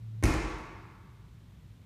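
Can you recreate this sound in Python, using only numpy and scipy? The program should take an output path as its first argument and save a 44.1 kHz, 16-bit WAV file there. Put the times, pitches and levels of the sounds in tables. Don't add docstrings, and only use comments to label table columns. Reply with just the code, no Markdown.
import sys
import numpy as np
from scipy import signal
from scipy.fft import rfft, irfft
from scipy.io import wavfile
from scipy.ndimage import uniform_filter1d

SR = 44100
rng = np.random.default_rng(int(sys.argv[2]) if len(sys.argv) > 2 else 0)


def boost(x):
    u = np.asarray(x, float) / 20
    return 10 ** u


def to_wav(s):
    ch = np.atleast_2d(s).T
    pcm = np.round(np.clip(ch, -1, 1) * 32767)
    wavfile.write(sys.argv[1], SR, pcm.astype(np.int16))


N = 81585


def air():
    # frequency in Hz, relative level in dB.
    spectrum = [(20, -35), (35, -3), (45, -6.5), (59, 1), (78, -9), (110, -1), (141, -10.5), (177, -11),
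                (260, -21.5), (336, -26), (500, -32), (714, -36), (1090, -35.5), (1560, -38.5),
                (2200, -38.5), (2800, -41), (3200, -39.5), (3900, -40.5), (4600, -45.5), (7000, -48.5),
                (10500, -52.5), (13000, -52), (15900, -55)]
    level_db = -50
    hz, db = np.transpose(spectrum)
    log_f = np.log(np.fft.rfftfreq(N, 1 / SR) + 1)
    gain = boost(np.interp(log_f, np.log(hz), db))
    bed = irfft(rfft(rng.standard_normal(N)) * gain, N)
    return bed * boost(level_db) / np.sqrt(np.mean(bed ** 2))


def hum():
    # time in seconds, frequency in Hz, level in dB rms at the microphone.
    path = [(0, 115, -43), (.03, 113, -42.5), (.09, 110.5, -41), (0.167, 107.7, -37.5), (0.196, 112.6, -40),
            (.225, 104, -46), (.25, 106, -77)]
    t = np.arange(N) / SR
    when, hz, db = np.transpose(path)
    phase = 2 * np.pi * np.cumsum(np.interp(t, when, hz)) / SR
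    level = boost(np.interp(t, when, db, right=-200))
    return np.sqrt(2) * level * np.sin(phase)


def ring(x, modes):
    out = 0
    for hz, db, t60 in modes:
        radius = np.exp(-np.log(1000) / (t60 * SR))
        w = 2 * np.pi * hz / SR
        feedback = [1, -2 * radius * np.cos(w), radius * radius]
        out = out + boost(db) * signal.lfilter([0, np.sin(w)], feedback, x)
    return out


def thud():
    # start in seconds,
    # impulse in dB, push length in seconds (raised to 0.002 if shorter), direction +1 or -1.
    landings = [(.2255, -35.5, 0.0015, -1), (.2345, -24.5, 0.00437, -1), (.2395, -21.5, 0.0037, 1),
                (.2475, -22.5, .0025, -1), (.3380, -30, 0.00437, 1), (0.36, -28, 0.0108, -1),
                (0.441, -32.5, 0.011, -1), (.5300, -31, .012, -1)]
    # frequency in Hz, relative level in dB, t60 in seconds.
    floor_modes = [(53.1, -5.5, 0.43), (61, -3, 0.38), (76.4, -7, 0.31), (108.5, 1, 0.18), (145, -7, 0.35),
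                   (191.4, -15, 0.25), (259.3, -3.5, 0.5), (293, -1, 0.35), (311, -12.5, 0.8),
                   (350.6, 2, 0.076), (423, -6, .1)]
    t, force = np.arange(N) / SR, np.zeros(N)
    for start, db, push, way in landings:
        push = max(push, 0.002)
        progress = np.clip((t - start) / push, 0, 1)
        unit_push = np.sin(np.pi * progress) ** 2 * 2 / (push * SR)
        force += np.sign(way) * boost(db) * unit_push
    return ring(force, floor_modes)


def iron_blows():
    # start in seconds, relative level in dB,
    # level in dB of the bright part against the dull part.
    clanks = [ (.2262, -48, -50), (.2295, -43, -26), (.2325, -43, -40), (.2348, -46, -6), (0.2357, -45, -3),
              (.2377, -27, -1), (.2400, -32.5, -5), (0.245, -41, 6), (.2548, -31.5, -2.5),
              (.2630, -43.5, -2), (0.2689, -39.5, -6), (0.306, -35, -9), (0.339, -36, -7.5),
              (0.3495, -37, -12)]
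    count, start_s, span_s = 70, 0.22, 0.45
    level_db, t60_s = -47, 1
    scatter_db = 2.5
    rattle = []
    for place, luck in rng.random((count, 2)):
        late = span_s * place
        db = level_db - 60 * late / t60_s - scatter_db * np.log(luck)
        rattle.append((start_s + late, db, -5))
    return clanks + rattle


def iron(blows):
    # frequency in Hz, relative level in dB, t60 in seconds.
    iron_modes = [(632, -5, 0.014), (828, -17, 0.069), (1055, -4.5, .03), (1098, -27.5, 1.56),
                  (1137, -31, 1.63), (1590, -12, 0.017), (1746, -29, 1.6), (2040, 2.5, 0.0076),
                  (2233, -5, 0.032), (2400, -1.5, 0.0053), (4500, -5, 0.0035), (5580, -4, 0.013),
                  (6300, -1.5, 0.011), (7130, -13, 0.0091), (9160, 1.5, 0.0056), (11420, -7.5, 0.0095)]
    size, decay_s = 600, 0.00053
    crack_top_hz, crack_gain = 9100, 10
    shape = np.exp(-np.arange(size) / SR / decay_s)
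    shape /= np.sqrt(np.sum(shape ** 2))
    dull, bright = np.zeros((2, N))
    for start, db, bright_db in blows:
        i = int(start * SR)
        dull[i:i + size] += boost(db) * shape
        bright[i:i + size] += boost(db + bright_db) * shape

    lowpass = signal.butter(2, crack_top_hz, fs=SR, output="sos")
    out = crack_gain * signal.sosfilt(lowpass, bright * rng.standard_normal(N))

    dull = uniform_filter1d(dull * np.sign(rng.standard_normal(N)), size=11)
    dull = 2 * uniform_filter1d(dull, size=5)
    for mode in iron_modes:
        strike = dull
        if mode[0] > 4000:
            strike = bright * np.sign(rng.standard_normal(N))
        out = out + ring(strike, [mode])
    return out


def hall_response():
    # band centre in Hz, relative level in dB, t60 in seconds.
    bands = [(45.5, 4, .9), (66.4, -32, 0.3), (89, -22, 0.95), (111, -12.5, 1.3), (173, -11.5, 1.67),
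             (259, -16, 1.39), (303, -9, 1.18), (382, -11.5, 1.47), (482, -13, 1.11), (756, -15, 1.32),
             (870, -13.5, 1.56), (1054, -13, 1.8), (1300, -13.5, 1.65), (1870, -12.5, 1.48),
             (2200, -12, 1.45), (2450, -14.5, 1.3), (2890, -18, 1.175), (3900, -18, 1.22),
             (5900, -16.5, 0.96), (7870, -20.5, 0.79), (11200, -26.5, 0.4), (14500, -29, 0.19)]
    delay_s, build_s = 0.0013, 0.0093
    late = np.maximum(np.arange(N) / SR - delay_s, 0)
    log_f = np.log(np.fft.rfftfreq(N, 1 / SR) + 1)
    centres = np.log(np.array(bands)[:, 0])
    noise = rfft(rng.standard_normal(N))
    out = 0
    for (_, db, t60), one_band in zip(bands, np.eye(len(bands))):
        envelope = (1 - np.exp(-late / build_s)) * boost(-60 * late / t60)
        envelope /= np.sqrt(np.sum(envelope ** 2))
        band = irfft(noise * np.interp(log_f, centres, one_band), N)
        out = out + boost(db) * band / np.std(band) * envelope
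    return out


def hall(blows):
    gain_db = 30
    dull, bright = np.zeros((2, N))
    for start, db, bright_db in blows:
        i = int(start * SR)
        dull[i] += boost(db)
        bright[i] += boost(db + bright_db)
    clicks = np.array([dull, bright]) * np.sign(rng.standard_normal(N))
    soft = uniform_filter1d(uniform_filter1d(clicks, size=9), size=9)
    source = soft[0] + clicks[1] - soft[1]
    return boost(gain_db) * signal.fftconvolve(source, hall_response())[:N]


def scene():
    blows = iron_blows()
    mix = air() + hum() + thud() + iron(blows) + hall(blows)
    return mix[None]


def roll_off(x):
    return signal.sosfilt(signal.butter(12, 16020, fs=SR, output="sos"), x)


def record(dry):
    top_hz, bass_cut_hz = 15150, 65
    top_cut = signal.ellip(6, 0.2, 30, top_hz, fs=SR, output="sos")
    bass_cut = signal.butter(2, bass_cut_hz, "high", fs=SR, output="sos")
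    mix = signal.sosfilt(bass_cut, signal.sosfilt(top_cut, dry))
    return roll_off(mix)


dry = scene()
out = record(dry)
to_wav(out)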